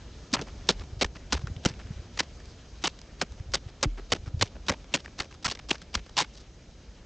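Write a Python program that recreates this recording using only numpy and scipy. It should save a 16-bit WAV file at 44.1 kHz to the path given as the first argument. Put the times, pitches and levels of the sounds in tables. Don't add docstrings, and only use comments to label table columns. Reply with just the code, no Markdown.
import sys
import numpy as np
from scipy import signal
from scipy.fft import rfft, irfft
from scipy.io import wavfile

SR = 44100
rng = np.random.default_rng(int(sys.argv[2]) if len(sys.argv) > 2 else 0)


def nominal_scale(level):
    x = np.asarray(level, float) / 20
    return 10 ** x


def inscribe(sig):
    pcm = np.round(np.clip(np.atleast_2d(sig).T, -1, 1) * 32767)
    wavfile.write(sys.argv[1], SR, pcm.astype(np.int16))


N = 310905

GRAIN_HZ = np.array([np.geomspace(160, 700, 6), np.geomspace(850, 2600, 6), np.geomspace(3000, 8000, 6)])


def rms_one(x):
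    return x / np.sqrt(np.mean(x ** 2) + 1e-20)


def at_hz(points, hz):
    point_hz, point_db = np.array(points).T
    return np.interp(np.log(hz), np.log(point_hz), point_db)


def drift(rate_hz):
    r = np.exp(-80 * np.pi * rate_hz / SR)
    slow = signal.lfilter([1], [1, -2 * r, r * r], rng.standard_normal(N // 40 + 2002))
    slow = slow[2000:]
    return np.interp(np.arange(N) / 40, np.arange(len(slow)), rms_one(slow))


def band(x, low_hz, high_hz, order=2):
    return signal.sosfilt(signal.butter(order, [low_hz, high_hz], "band", fs=SR, output="sos"), x)


def coloured(spectrum):
    hz = np.maximum(np.fft.rfftfreq(N, 1 / SR), 1)
    inside = (hz > spectrum[0][0]) & (hz < spectrum[-1][0])
    return rms_one(irfft(rfft(rng.standard_normal(N)) * nominal_scale(at_hz(spectrum, hz)) * inside, N))


def air():
    # time in seconds, rumble level in dB, hiss level in dB.
    wind_levels = [(0, -43, -53.5), (.7, -41, -54), (1.2, -43.5, -57), (1.7, -40.5, -54), (2.2, -44, -54.5),
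                   (2.8, -45, -55.5), (3.3, -45, -57), (3.7, -45.5, -58), (3.95, -47, -56.5),
                   (4.299, -43, -58.5), (4.75, -45, -57), (5.7, -46, -58), (6.3, -47, -58),
                   (7.05, -46, -59)]
    # frequency in Hz, density in dB per Hz.
    rumble_spectrum = [(12, -51), (20, -17), (53, -0.5), (98, -11.5), (479, -24), (520, -24.5), (573, -25),
                       (1000, -35.5), (1300, -68.5), (2200, -120)]
    # frequency in Hz, density in dB per Hz.
    hiss_spectrum = [(530, -8.5), (900, -6.5), (1150, -5.5), (1280, -2.5), (1480, -5), (6560, -9),
                     (9120, -24.5), (11900, -74.5), (20100, -120)]
    s, rumble_db, hiss_db = np.transpose(wind_levels)
    t = np.arange(N) / SR
    rumble = nominal_scale(np.interp(t, s, rumble_db) + 0.45 * drift(11)) * coloured(rumble_spectrum)
    level, steady = nominal_scale(np.interp(t, s, hiss_db)), coloured(hiss_spectrum)
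    edges_hz = [500, 900, 1400, 2000, 2700, 3500, 4400, 5400, 6500, 7800, 11000]
    patches = np.zeros(N)
    for low_hz, high_hz in zip(edges_hz, edges_hz[1:]):
        patch_db = 2.3 * (drift(9) + 0.4 * drift(26))
        patches += nominal_scale(patch_db) * band(steady, low_hz, high_hz, order=1)
    return rumble, level * rms_one(patches), level * coloured(hiss_spectrum)


def jab_bursts():
    # start in seconds, rms level in dB, length in ms, thud in dB, pitch of the breaking slab in Hz.
    jabs = [(0.3342, -20.5, 12.3, -6.5, 4500), (0.6871, -19, 20, -0.7, 560), (1.0103, -20, 20.8, -1.7, 604),
            (1.322, -22.5, 18.4, -2.5, 1620), (1.649, -25.5, 16, 3, 816), (2.188, -22.5, 19, -11.5, 2220),
            (2.8376, -24.5, 15.6, -1, 940), (3.2123, -23, 12, 1.7, 1550), (3.536, -21.5, 19.2, -7, 560),
            (3.8268, -18, 12.9, -3.5, 575), (4.119, -16, 6.9, -3, 1405), (4.41, -24, 17, -4, 1670),
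            (4.6827, -20, 6, -5.5, 1900), (4.938, -20, 15.2, -4.5, 2220), (5.1978, -24, 10.1, -8, 2180),
            (5.4437, -25, 24.5, -14, 1380), (5.705, -19, 9.2, -4.5, 2870), (5.9491, -24.5, 8, -7.5, 1950),
            (6.176, -20.5, 29, -19.5, 1035)]
    brush_ms = 19.5
    rows = []
    for s, level_db, ms, thud_db, slab_hz in jabs:
        rows += [(s - brush_ms / 1000, -48.5, brush_ms, 5, 0),
                 (s, level_db, ms, 2.74, thud_db, slab_hz),
                 (s + ms / 1000, level_db - 21, 6.2, 0, 3)]
    return rows


def crack_bursts():
    # start in seconds, rms level in dB, length in ms, brightness in dB.
    cracks = [(0.3282, -28.5, 2.9, 19), (0.3469, -29, 10.2, -1.2), (0.3634, -32, 9.3, -15),
              (0.379, -39, 15, -14), (0.399, -40, 11, -16), (0.706, -35, 9, 10), (1.044, -22, 4, -4.5),
              (1.374, -43, 4, -3), (1.656, -22, 4.2, -4), (2.201, -23, 3.3, -1), (2.1727, -33.5, 5, -1.5),
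              (2.8546, -25, 23.8, 3.5), (3.5582, -32, 1.1, 3), (3.8413, -32.5, 11, -8),
              (4.1282, -20.5, 7, -1), (4.42, -19.5, 7.2, 3.5), (4.6926, -19, 7.7, -1),
              (4.715, -41.5, 11, -3), (4.7348, -40.5, 9.6, -17), (4.9562, -27.5, 5.5, 3),
              (5.1884, -28.5, 2.7, -1), (5.4772, -34.5, 12.3, .6), (5.4975, -37, 10, 9.5),
              (5.5108, -28, 12.3, 9), (5.5498, -38, 6.7, .6), (5.5897, -40.5, 8.6, -4),
              (5.6856, -42, 22, 7), (5.9399, -34, 16.4, 1.5), (6.166, -27.5, 12, 4),
              (6.2072, -26, 23.3, -0.5)]
    return [(*row, -5) for row in cracks]


def settling_bursts():
    # start in seconds, rms level in dB, length in ms, thud in dB.
    settling = [(0.41, -42.5, 18, 13), (0.7134, -43, 24, 3.5), (1.051, -50, 18, -4),
                (1.3418, -39.5, 38, -2), (1.668, -38.5, 40, -6), (2.21, -50, 35, 0), (2.88, -48, 12, -6),
                (3.224, -48.5, 20, 4), (3.563, -47.5, 16, -1), (3.847, -53.5, 12, 4),
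                (4.1408, -41.5, 28, 3.5), (4.43, -43, 42, -2), (4.701, -39, 34, 7), (4.9633, -46, 40, -1.2),
                (5.211, -43.5, 44, 2.5), (5.472, -46, 66, -9), (5.718, -42.5, 46, -3.5),
                (5.9624, -49, 32, 1.2), (6.2324, -44.5, 19, -20)]
    lump_ms, gap_ms = 10.5, 9.5
    rows = []
    for (s, level_db, ms, thud_db), luck in zip(settling, rng.standard_normal((len(settling), 8, 4))):
        for k, (late, weight, tint, size) in enumerate(luck):
            after_ms = k * gap_ms
            lump_db = level_db + 2.5 * weight - 7.5 * after_ms / ms
            lump_db -= 99 * (after_ms >= ms)
            lump_hz = 2320 * 2 ** (0.7 * size)
            rows.append((s + (after_ms + 2 * late) / 1000, lump_db, lump_ms, 3 * tint, thud_db, lump_hz))
    return rows


def crumb_bursts():
    # start in seconds, rms level in dB, length in ms, brightness in dB.
    crumbs = [(0.466, -50, 37, -4.5), (0.806, -47, 16.5, -1), (0.8357, -48, 5, -5), (1.15, -46, 20, -2.5),
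              (1.391, -50, 10, -3), (1.412, -49, 9.5, -1), (1.472, -50, 13, -9.5), (1.79, -50.5, 27.5, -2),
              (3.375, -53, 25, 1), (3.675, -53.5, 30, 1), (3.973, -46.5, 25, -7), (4.258, -50, 32, -2.5),
              (4.5512, -50.5, 15.6, -12), (5.0426, -50, 14, -1.5), (5.0764, -48.5, 6, -11.5),
              (5.308, -51.5, 12, 0), (5.34, -51.5, 11, 2), (5.8151, -43, 9.5, 6), (6.06, -51.5, 9.6, -1),
              (6.0913, -46, 5, 3), (6.33, -57, 90, 11.5), (6.365, -52.5, 18, 13), (0.391, -36, 5.4, -10),
              (2.39, -70, 16, -9)]
    return [(*row, 1.5, 1300) for row in crumbs]


def tick_bursts():
    # start in seconds, rms level in dB, pitch in Hz.
    ticks = [(0.795, -46, 3530), (1.4696, -36.5, 1350), (1.5628, -45, 3100), (1.714, -52.5, 1200),
             (1.7372, -45.5, 3060), (1.799, -62, 1700), (1.869, -50, 6300), (2.4, -49, 1700),
             (2.455, -50, 5900), (2.9885, -43.5, 4500), (3.0138, -46.5, 5530), (3.32, -48, 6700),
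             (4.842, -49, 1300), (5.058, -40.5, 1600), (5.324, -46, 2100), (5.5715, -48, 2000),
             (5.7807, -53, 4870)]
    return [(s, level_db, 2.8, 0, -6.5, hz, hz) for s, level_db, hz in ticks]


def burst_shapes(energy):
    rows = jab_bursts() + tick_bursts() + crack_bursts() + crumb_bursts() + settling_bursts()
    rise_ms, rise_share, fall_ms = 0.6, 0.03, 0.9
    slab_lift_db, slab_octaves = 6.0, 0.3
    shapes, colours = np.zeros((3, 6, N)), rng.standard_normal((len(rows), 3, 6))
    for (s, level_db, ms, bright_db, thud_db, *slabs), colour in zip(rows, colours):
        hold_ms = max(ms, 0.3)
        t_ms = np.arange(int((hold_ms + 10) * SR / 1000)) * 1000 / SR
        rise = 1 - np.exp(-(t_ms / (rise_ms + rise_share * hold_ms)) ** 2)
        sag = 0.3 * t_ms / hold_ms
        shape = rise * np.exp(-sag - np.maximum(t_ms - hold_ms, 0) / fall_ms)
        middle_db = level_db - 10 * np.log10(1 + nominal_scale(bright_db) ** 2)
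        grain_db = middle_db + np.array([[thud_db], [0], [bright_db]]) + 2.4 * colour
        for slab_hz in slabs:
            octaves_off = np.log2(GRAIN_HZ / slab_hz)
            grain_db = grain_db + slab_lift_db * np.exp(-(octaves_off / slab_octaves) ** 2)
        span = slice(int(s * SR), int(s * SR) + len(t_ms))
        spent = energy[:, span] @ shape ** 2 / np.sum(shape ** 2)
        shapes[..., span] += (nominal_scale(grain_db) / np.sqrt(spent + 0.1))[..., None] * shape
    return shapes


def crust():
    # frequency in Hz, level in dB.
    radiation = [(180, 0.5), (400, 4), (1000, 0), (2200, 1.5), (4000, 2), (6300, 5), (8000, -39)]
    snaps_per_s, snap_spread_db, ring_cycles = 11000, 3.0, 5.0
    strengths = nominal_scale(snap_spread_db * np.minimum(rng.exponential(1, N), 4)) * rng.choice([-1, 1], N)
    clumps = nominal_scale(3.5 * drift(170))
    snaps = clumps * strengths * (rng.random(N) < snaps_per_s / SR)
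    dealt = rng.integers(0, 6, N)
    hands = np.array([rms_one(snaps * (dealt == k)) for k in range(6)])
    out = np.zeros(N)
    for shapes, pitches in zip(burst_shapes(hands ** 2), GRAIN_HZ):
        for shape, own_snaps, hz in zip(shapes, hands, pitches):
            r, w = nominal_scale(-60 * hz / (ring_cycles * SR)), 2 * np.pi * hz / SR
            ring = [[1, 0.012, -0.982, 1, -2 * r * np.cos(w), r * r]] * 2
            scale = np.linalg.norm(signal.sosfilt(ring, signal.unit_impulse(4096)))
            ringing = signal.sosfilt(ring, own_snaps * shape + 1e-18)
            out += nominal_scale(at_hz(radiation, hz) - 7.5) / scale * ringing
    return out


def bend_diaphragm(rows):
    out, phases = np.zeros(N), rng.uniform(0, 2 * np.pi, len(rows))
    for (s, peak_db, hz, ms), phase in zip(rows, phases):
        half = int(3 * ms * SR / 1000)
        t = np.arange(-half, half) / SR
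        bell = np.exp(-(t * 1000 / (0.45 * ms)) ** 2)
        at = int(s * SR)
        out[at - half:at + half] += nominal_scale(peak_db) * bell * np.cos(2 * np.pi * hz * t + phase)
    return out


def jolts():
    # centre in seconds, peak level in dB, pitch in Hz, length in ms.
    shakes = [(0.337, -17.5, 252, 11.3), (0.391, -36, 127, 47), (0.706, -18, 214, 7.7),
              (0.772, -32, 48.3, 62), (1.056, -24.5, 52, 17), (1.354, -22, 64.5, 42),
              (1.663, -8.5, 142, 5.5), (3.221, -38.5, 145, 51), (3.564, -45, 134, 48),
              (3.862, -19.5, 130, 12), (3.872, -32.5, 298, 31), (4.132, -27, 98, 19),
              (4.427, -21.5, 102.4, 36), (4.711, -25.5, 88.6, 23), (5.207, -22.5, 180, 3.1),
              (5.462, -19, 144, 3.8), (5.713, -17.5, 165, 1.6), (5.973, -24, 63, 17), (6.2, -47, 134, 110)]
    return bend_diaphragm(shakes)


def booms():
    # start in seconds, peak level in dB, start pitch in Hz, end pitch in Hz, 60 dB decay in seconds.
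    drops = [
        (3.857, -19, 280, 40.1, 0.45),
        (1.5, -31.5, 245, 81, 0.24),
        (3.5, -34.5, 100, 50, 0.42),
        (0.8, -28, 48, 77, 0.28),
        (0.71, -42, 57, 150, 0.23),
    ]
    out, t = np.zeros(N), np.arange(SR // 2) / SR
    for s, peak_db, start_hz, end_hz, t60 in drops:
        hz = end_hz + (start_hz - end_hz) * np.exp(-t / 0.0046)
        at = int(s * SR)
        out[at:at + len(t)] += nominal_scale(peak_db - 60 * t / t60) * np.sin(2 * np.pi * np.cumsum(hz) / SR)
    return out


def gusts():
    # centre in seconds, peak level in dB, pitch in Hz.
    wind_puffs = [(0.935, -29, 76), (0.973, -29, 96), (0.987, -34, 78), (1.396, -29, 81.5),
                  (1.444, -21, 112), (1.473, -32, 81), (1.518, -26, 89), (1.57, -26, 105),
                  (1.711, -28, 115), (1.857, -29, 80.6), (1.91, -23, 131), (1.97, -30, 75),
                  (1.999, -29.5, 85), (3.32, -31.5, 62), (3.408, -24, 92), (3.493, -30, 86),
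                  (3.667, -27.5, 97), (4.201, -30, 63), (4.239, -30.5, 78), (4.28, -23, 96),
                  (4.347, -18, 96), (4.376, -22, 79.5), (5.49, -32.4, 85)]
    cycles = 1.18
    return bend_diaphragm([(s, peak_db, hz, cycles * 1000 / hz) for s, peak_db, hz in wind_puffs])


def scene():
    rumble, hiss, other_hiss = air()
    crunch = crust()
    mid = rumble + hiss + crunch + jolts() + booms() + gusts()
    side = nominal_scale(-7) * band(other_hiss, 3000, 6200, order=8)
    side += nominal_scale(-22) * band(np.roll(crunch, 90), 1800, 7000, order=3)
    return np.array([mid + side, mid - side])


def roll_off(x):
    return signal.sosfilt(signal.butter(12, 9270, fs=SR, output="sos"), x)


def record(dry):
    dull = signal.sosfilt(signal.butter(4, 7800, fs=SR, output="sos"), dry)
    cut = signal.sosfilt(signal.cheby2(8, 40, 10200, fs=SR, output="sos"), dull)
    mix = 0.61 * np.tanh(cut / 0.8)
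    return roll_off(mix)


dry = scene()
out = record(dry)
inscribe(out)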